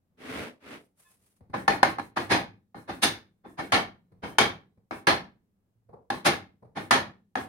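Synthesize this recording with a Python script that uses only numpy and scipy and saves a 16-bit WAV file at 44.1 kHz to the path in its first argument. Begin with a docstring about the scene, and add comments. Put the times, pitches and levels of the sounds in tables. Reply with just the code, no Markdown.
"""A hammer drives the metal end cover of a motor housing home through a plastic drift, on a workbench.
First the housing is dragged round, a hand brushes over it and a tool clinks. Then light aiming taps
alternate with hard blows; each cracks, rings the cover, thuds through the bench and shakes loose screws.
Two microphones stand close to the bench in a small, hard-walled workshop with a faint low drone."""
import sys
import numpy as np
from scipy import signal
from scipy.fft import rfft, irfft
from scipy.io import wavfile

SR = 44100
rng = np.random.default_rng(int(sys.argv[2]) if len(sys.argv) > 2 else 0)


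def digitize_waveform(pressure):
    """Quantize a signal to 16-bit integers and store it at the path in sys.argv[1].

    Rows of a 2-D input are taken as channels; values are limited to [-1, 1].
    """
    field = np.atleast_2d(pressure).T
    bounded = np.clip(field, -1, 1)
    quanta = np.round(bounded * 32767).astype(np.int16)
    wavfile.write(sys.argv[1], SR, quanta)


N = 329868
SIZE, LEAD = 32768, 2048  # samples in one blow, and how many of them come before the contact
HZ = np.fft.rfftfreq(SIZE, 1 / SR)
T = (np.arange(SIZE) - LEAD) / SR  # seconds since the contact
USUAL_DB = -30  # body level of a usual blow; force is counted in dB above it


def gain_of(db):
    """Decibels to amplitude."""
    return 10 ** (np.asarray(db) / 20)


def unit_rms(x):
    """Scales to rms 1."""
    return x / np.sqrt(np.mean(x ** 2) + 1e-20)


def curve(points, hz=HZ):
    """Joins table rows by straight lines on a log-frequency axis."""
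    row_hz, value = np.transpose(points)
    return np.interp(np.log(hz + 1), np.log(row_hz + 1), value)


def peak(hz, width_hz):
    """Bell of a resonance, 1 at its centre."""
    return 1 / (1 + (2 * (HZ - hz) / width_hz) ** 2)


def levelled(colour):
    """Refers a colour in dB to the power of its middle band."""
    middle = (HZ > 500) & (HZ < 2500)
    return colour - 10 * np.log10(np.mean(gain_of(colour) ** 2 * middle))


def coloured(x, db):
    """Filters x by a gain curve in dB, at minimum phase so that its peaks ring after the blow."""
    log_gain = np.log(gain_of(np.maximum(db, -100)))
    mirrored = np.r_[log_gain, log_gain[-2:0:-1]]
    response = np.exp(np.conj(signal.hilbert(mirrored)))[:len(HZ)]
    return signal.fftconvolve(x, irfft(response)[None, :SIZE // 2], axes=1)[:, :x.shape[1]]


def resonating(x, hz, width_hz):
    """One resonance driven by x, at rms 1."""
    return unit_rms(coloured(x, 20 * np.log10(peak(hz, width_hz))))


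def paired(x):
    """Makes two unrelated channels alike in the bass, as at two close microphones."""
    # Each row: frequency in Hz, correlation of left and right.
    likeness = [(30, .35), (80, .88), (200, .9), (330, .8), (550, .5), (1000, .02), (3000, -.1), (16000, 0)]
    a, b = rfft(x)
    same = curve(likeness, np.fft.rfftfreq(x.shape[1], 1 / SR))
    mid, side = a * np.sqrt((1 + same) / 2), b * np.sqrt((1 - same) / 2)
    return irfft([mid + side, mid - side], x.shape[1])


def grains(size, per_s, spread_db):
    """Two channels of random clicks of uneven strength."""
    strength = gain_of(spread_db * np.minimum(rng.exponential(1, (2, size)), 4))
    return unit_rms(strength * rng.choice([-1, 1], (2, size)) * (rng.random((2, size)) < per_s / SR))


def wander(step_s):
    """Random drift that takes a new value every step_s seconds."""
    return np.interp(np.arange(N) / SR / step_s, np.arange(2048), rng.standard_normal(2048))


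def arch(start, length, late):
    """Rises from 0 to 1 and falls back; the greater late is, the later the top."""
    progress = np.clip((np.arange(N) / SR - start) / length, 0, 1)
    return np.abs(np.sin(np.pi * progress ** late))


def rise(swell):
    """Onset that swells over the given seconds up to the contact."""
    return np.clip(1 + T / max(swell, 1e-4), 0, 1) ** 2


def lingering(level, db_per_s):
    """Lets a level fall no faster than bench and room die away."""
    fall = np.arange(N) / SR * db_per_s
    return gain_of(np.maximum.accumulate(20 * np.log10(level + 1e-9) + fall) - fall)


def add(mix, s, sound):
    """Mixes in a stereo sound whose contact falls at s seconds."""
    part = mix[:, round(s * SR) - LEAD:][:, :SIZE]
    part += sound[:, :part.shape[1]]


def room_tone(drone_db=-77.5, waver_db=2.5, hiss_db=-91.5):
    """The quiet workshop: a low drone that slowly wavers, and microphone hiss."""
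    # Each row: frequency in Hz, the drone's spectral density in dB.
    spectrum = [(20, -14.5), (60, -9.5), (105, -3), (150, -10), (188, -1.5), (250, -11.5), (450, -17.5),
                (900, -26), (2000, -35), (6500, -50.5), (15000, -43)]
    drone = unit_rms(coloured(paired(rng.standard_normal((2, N))), curve(spectrum)))
    level = gain_of(drone_db + waver_db * wander(step_s=.3))
    return level * drone + gain_of(hiss_db) * rng.standard_normal((2, N))


def dragging(split_hz=800, catch_db=0.9, rumble_db=0.5):
    """Tiny slips of the housing's foot hiss on the bench top and set the board rumbling and juddering."""
    # Each row: start and length in seconds, friction in dB, how late the speed peaks, judder in dB.
    shoves = [(0.169, 0.34, -38.5, 1.56, -43), (0.584, 0.2, -44.5, 2.28, -58)]
    # Each row: frequency in Hz, the scrape's spectral density in dB.
    spectrum = [(24, -65), (40, -25), (86, -9.5), (206, -5.5), (251, 3.5), (373, -5.5), (443, -0.5),
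                (490, -4.5), (541, -4), (888, -10), (2220, -11.5), (7490, -33.5), (9130, -29), (15000, -41)]
    friction, shake = np.zeros((2, N))
    for start, length, level_db, late, judder_db in shoves:
        speed = arch(start, length, late)
        friction += gain_of(level_db) * speed ** 0.78
        shake += gain_of(judder_db) * speed ** 9.8  # only near full speed
    friction *= gain_of(catch_db * wander(step_s=.02))  # the foot catches and slips
    slips = paired(grains(N, per_s=5000, spread_db=3.0))
    colour, steep = curve(spectrum), (HZ / split_hz) ** 6
    hiss = unit_rms(coloured(slips, colour + 10 * np.log10(steep / (1 + steep) + 1e-9)))
    hiss *= lingering(friction, db_per_s=302)
    rumble = unit_rms(coloured(slips, colour - 10 * np.log10(1 + steep)))
    rumble *= gain_of(rumble_db) * lingering(friction, db_per_s=206)
    return hiss + rumble + shake * resonating(slips, hz=92, width_hz=50)


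def brushing(stick_db=3):
    """A hand lets go of the housing in a few light strokes, its skin sticking and slipping."""
    # Each row: middle of the stroke in seconds, half length in seconds, level in dB.
    strokes = [(0.814, 0.056, -76), (0.992, 0.014, -69), (1.04, 0.022, -63), (1.116, 0.031, -63.5),
               (1.273, 0.059, -71.5), (1.37, .005, -74)]
    # Each row: frequency in Hz, spectral density of skin on the casting in dB.
    spectrum = [(20, -45), (250, -25), (420, -3), (800, -5.5), (2200, -7.5), (4000, -11), (7400, -9),
                (9500, -1), (16000, -15)]
    t = np.arange(N) / SR
    level = sum(gain_of(db) * np.exp(-.5 * ((t - s) / half) ** 2) for s, half, db in strokes)
    level *= gain_of(stick_db * wander(step_s=.011))
    slips = paired(grains(N, per_s=4100, spread_db=1.5))
    return lingering(level, db_per_s=450) * unit_rms(coloured(slips, curve(spectrum)))


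def clink(at_s=1.068, swell_s=.035, level_db=-63.5):
    """A tool rings faintly as it is picked up."""
    # Each row: frequency of a mode in Hz, relative level in dB, seconds to fall 60 dB.
    modes = [(1050, -2, .25), (1728, 1, .14), (2557, -6, .24), (3521, -12, .18)]
    out = np.zeros((2, N))
    for hz, db, t60 in modes:
        tone = np.sin(2 * np.pi * hz * T + rng.uniform(-1.2, 1, (2, 1)))
        fade = gain_of(level_db + db - 60 * np.maximum(T, 0) / t60)
        add(out, at_s, rise(swell_s) * tone * fade)
    return out


def crack(swell, contact_s=0.0054, smear=0.52):
    """Direct sound of a contact: a short burst, longer when the onset is soft."""
    shape = rise(swell) * np.exp(-(np.maximum(T, 0) / (contact_s + smear * swell)) ** 2)
    return paired(rng.choice([-1., 1.], (2, SIZE))) * shape


def reverberation(swell, hold_s=.033, build_s=.008):
    """Dense reflections build up, hold briefly and die band by band."""
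    # Each row: frequency in Hz, seconds for bench and workshop to fall 60 dB.
    decay = [(80, 0.53), (200, 0.31), (560, 0.27), (1500, 0.26), (3900, 0.24), (10000, 0.19), (16000, 0.26)]
    reflections = paired(grains(SIZE, per_s=9700, spread_db=3.0))
    hz, t, bands = signal.stft(reflections, SR, nperseg=256)
    age = np.hypot(np.maximum(t - LEAD / SR, 0), hold_s) - hold_s
    fade = gain_of(-60 * age / curve(decay, hz)[:, None])
    dying = signal.istft(bands * fade, SR, nperseg=256)[1][:, :SIZE]
    return dying * rise(swell) * (1 - np.exp(-np.maximum(T + swell, 0) / build_s))


def drift_nudges(room_db=-7.0):
    """The plastic drift is set against the cover: soft knocks, each with a short answer from the room."""
    # Each row: time in seconds, swell in seconds, level in dB, bass lift in dB.
    touches = [(1.408, 0.0028, -62.5, 14.5), (1.5, .0066, -64, 20.5), (4.122, 0.0084, -64, 15),
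               (4.776, 0.0083, -71.5, 14.5), (5.893, .008, -58.5, 5.5), (5.937, .015, -47, -2.5),
               (6.628, 0.0081, -53, 2.5), (6.652, 0.014, -72, 20.5)]
    # Each row: frequency in Hz, spectral density of the dull knock in dB.
    spectrum = [(20, -21.5), (100, -0.5), (200, -3.5), (330, -8), (470, 3), (630, -7), (790, -4.5),
                (1100, -11.5), (1450, -20), (2200, -22.5), (3000, -39.5), (4200, -31), (7000, -47),
                (9500, -34), (16000, -55)]
    out = np.zeros((2, N))
    for s, swell, level_db, bass_db in touches:
        # a glancing touch has less of the drift's hollow middle, so its treble rises with its bass
        treble_db = -13.5 + 1.02 * bass_db
        tilt = curve([(200, bass_db), (470, 0), (1000, 0), (2200, treble_db)])
        touch = crack(swell) + gain_of(room_db) * reverberation(swell, hold_s=0.041, build_s=0.0013)
        add(out, s, gain_of(level_db) * coloured(touch, levelled(curve(spectrum) + tilt)))
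    return out


def strike_ripple(ripple_db=2.5, spacing_hz=80):
    """Each blow lands on another spot and favours other overtones: a random curve in dB."""
    knots = np.arange(len(HZ)) * spacing_hz
    return ripple_db * np.interp(HZ, knots, rng.standard_normal(len(knots))) * np.clip(HZ / 2000, 0, 1)


def housing_colour(swell, force_db, bright_db, spot_hz, ring):
    """Spectrum in dB of housing and bench under one blow; ring scales their resonances."""
    # Each row: frequency in Hz, spectral density of housing and bench in dB.
    body = [(20, -30), (50, -14), (100, -7.5), (260, 0.5), (450, -2), (850, -1), (1500, -4), (2500, -7.5),
            (4200, -10.5), (6500, -21.5), (7600, -30.5), (9300, -21), (11300, -32.5), (16000, -43)]
    # Each row: a resonance of bench, cover or shaft in Hz, width in Hz, lift in dB.
    modes = [(104, 26, 6), (187, 20, 4), (258, 25, 1.5), (326, 42, 4), (797, 32, 7.5), (1086, 22, 3.5),
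             (1680, 170, 3.5), (1798, 200, 6), (2183, 170, 6.5), (2470, 35, 5.5), (3204, 14, 6),
             (3330, 45, -3), (3600, 19, 4.5), (4190, 120, 5), (5030, 230, 4), (6380, 300, 5),
             (8900, 80, 0.5), (9900, 62, 5.5), (10703, 35, 7.5)]
    # Each row: frequency in Hz, gain for a usual blow in dB.
    usual_tone = [(300, 0), (700, -0.5), (1100, -0.5), (2200, -6), (4000, -8.5), (6000, -9), (9000, -10.5)]
    # Each row: frequency in Hz, dB gained per dB of brightness.
    opening = [(1100, 0), (2200, 0.606), (4000, 1), (9000, 1.4858)]
    lifts = ring * sum(db * peak(hz, width) for hz, width, db in modes)
    spot_db = 9 - .08 * force_db  # a hard blow presses the drift on and damps the favoured overtone
    lifts += (spot_db - lifts) * peak(spot_hz, width_hz=.05 * spot_hz)
    bass_db = 90 * swell - 0.3129 * force_db  # blows that swell in softly have more bass, hard ones less
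    tilt = curve(usual_tone) + bright_db * curve(opening) + curve([(300, bass_db), (700, 0)])
    return levelled(curve(body) + lifts + tilt + strike_ripple())


def thunk(hz=830, length_s=.0095, right_phase=0.5):
    """The drift is squeezed by the blow and springs back for a few cycles."""
    t = np.clip(T, 0, length_s)
    swing = np.sin(np.pi * np.sqrt(t / length_s)) ** 2
    phase = 2 * np.pi * hz * rng.uniform(0.92, 1.0) * t
    return swing * np.sin(phase + right_phase * np.arange(2)[:, None])


def knock(swell, crack_db, body_db, hardness_db, spot_hz, ring):
    """One hammer blow: crack, first echoes and reverberation all carry the housing's resonances."""
    # Each row: delay in seconds and level in dB of an echo from bench top or wall.
    first_echoes = [(.009, -15.5), (.0185, -14), (.026, -19.5)]
    force_db = body_db - USUAL_DB
    bright_db = hardness_db + 0.4947 * force_db  # harder blows shorten the contact
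    colour = housing_colour(swell, force_db, bright_db, spot_hz, ring)
    # the heavy bench is slow to move, so the crack has little bass
    lean = curve([(100, -16.5), (450, -11.5), (800, 0.5), (1300, -0.5), (4000, -3.5), (10000, 3.5)])
    treble_db = -4.5 + .65 * bright_db
    burst = crack(swell)
    direct = coloured(burst, colour + lean + curve([(900, 0), (2500, treble_db)]))
    direct *= np.linalg.norm(burst) / np.linalg.norm(direct)
    # the duller the contact, the more of it is the drift's thunk
    direct = gain_of(crack_db) * (direct + gain_of(-7.5 - treble_db) * thunk())
    echoes = sum(gain_of(db) * np.roll(direct[::-1], round(s * SR), axis=1) for s, db in first_echoes)
    return direct + echoes + gain_of(body_db) * coloured(reverberation(swell), colour)


def screws(force_db, loudest_db=-52, peak_s=.055, spread_s=.036):
    """Loose screws hop and chatter on the bench top for a moment after a blow."""
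    # Each row: frequency in Hz, the chatter's spectral density in dB.
    spectrum = [(20, -70.5), (3000, -24), (5500, -5), (7600, -6), (9200, 1), (11500, -5.5), (16000, -9)]
    level_db = min(-55 + .7 * force_db, loudest_db)
    shape = np.exp(-.5 * ((T - peak_s) / spread_s) ** 2) * np.clip(T / .01, 0, 1)
    hops = grains(SIZE, per_s=5000, spread_db=1.2)
    chatter = unit_rms(coloured(hops, curve(spectrum) + strike_ripple(ripple_db=2.0, spacing_hz=140)))
    return gain_of(level_db) * chatter * shape


def room_boom(body_db, below_db=31.5, t60=0.89):
    """A low mode of the workshop lingers after each blow."""
    ringing = resonating(paired(rng.standard_normal((2, SIZE))), hz=190, width_hz=55)
    fade = gain_of(body_db - below_db - 60 * np.maximum(T, 0) / t60)
    return fade * ringing * np.clip(T / .03, 0, 1)


def hammering(ring_loose=1.2, ring_seated=.75, seating_s=1.1):
    """Taps and blows drive the cover home: it rings freely while loose and is damped as it seats."""
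    # Each row: time and swell in seconds, crack, body and contact hardness in dB,
    # and the overtone in Hz that the struck spot favours.
    blows = [(1.543, 0.014, -26, -33.5, -2.5, 2170), (1.68, 0.0031, -9.5, -21.5, -2.5, 800),
             (1.83, 0.00052, -5.5, -22.5, -1, 2170), (1.985, 0.0024, -26, -42, 4.5, 4090),
             (1.996, 0.0025, -26, -58.5, 14.5, 4090), (2.172, 0.015, -24, -30, 2.5, 1680),
             (2.317, 0.03, -24, -20, 1, 800), (2.745, 0.0005, -40.5, -45.5, 2.5, 4090),
             (2.896, 0.027, -34, -38, 5, 3620), (3.035, 0.02, -18, -24.5, 12, 3570),
             (3.453, 0.02, -49, -52, 4, 3510), (3.594, 0.026, -30.5, -36.5, 4, 2200),
             (3.722, 0.0024, -18, -17, -0.5, 3210), (4.238, 0.021, -42, -36.5, 3, 3140),
             (4.385, 0.0021, -9.5, -16.5, 1, 3250), (4.91, 0.0011, -26.5, -37.5, 2, 2200),
             (5.071, 0.0028, -15, -17, -0.5, 4180), (6.103, 0.0025, -20.5, -32.5, 3.5, 4130),
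             (6.264, 0.022, -16.5, -21, 4.5, 2200), (6.773, 0.026, -34.5, -36.5, 5, 3530),
             (6.91, 0.0027, -10.5, -16, -0.5, 1720), (7.355, 0.00088, -20.5, -30.5, 0, 750)]
    first_s = blows[0][0]
    out = np.zeros((2, N))
    for s, swell, crack_db, body_db, hardness_db, spot_hz in blows:
        ring = ring_seated + (ring_loose - ring_seated) * np.exp((first_s - s) / seating_s)
        blow = knock(swell, crack_db, body_db, hardness_db, spot_hz, ring)
        add(out, s, blow + screws(body_db - USUAL_DB) + room_boom(body_db))
    return out


def hum(start_s=5.55, length_s=0.41, level_db=-66):
    """A low hum swells once and stops."""
    tone = resonating(paired(rng.standard_normal((2, N))), hz=108.7, width_hz=12.2)
    return gain_of(level_db) * arch(start_s, length_s, late=1.7) * tone


def scene():
    """Everything that reaches the microphones at the bench."""
    return hammering() + drift_nudges() + dragging() + brushing() + clink() + room_tone() + hum()


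def record(dry, edge_hz=16100):
    """The recorder rounds off the hardest cracks at full scale and cuts the highest treble."""
    lowpass = signal.firwin(511, edge_hz, window=("kaiser", 9), fs=SR)
    return signal.oaconvolve(np.tanh(dry), lowpass[None], "same")


dry = scene()
out = record(dry)
digitize_waveform(out)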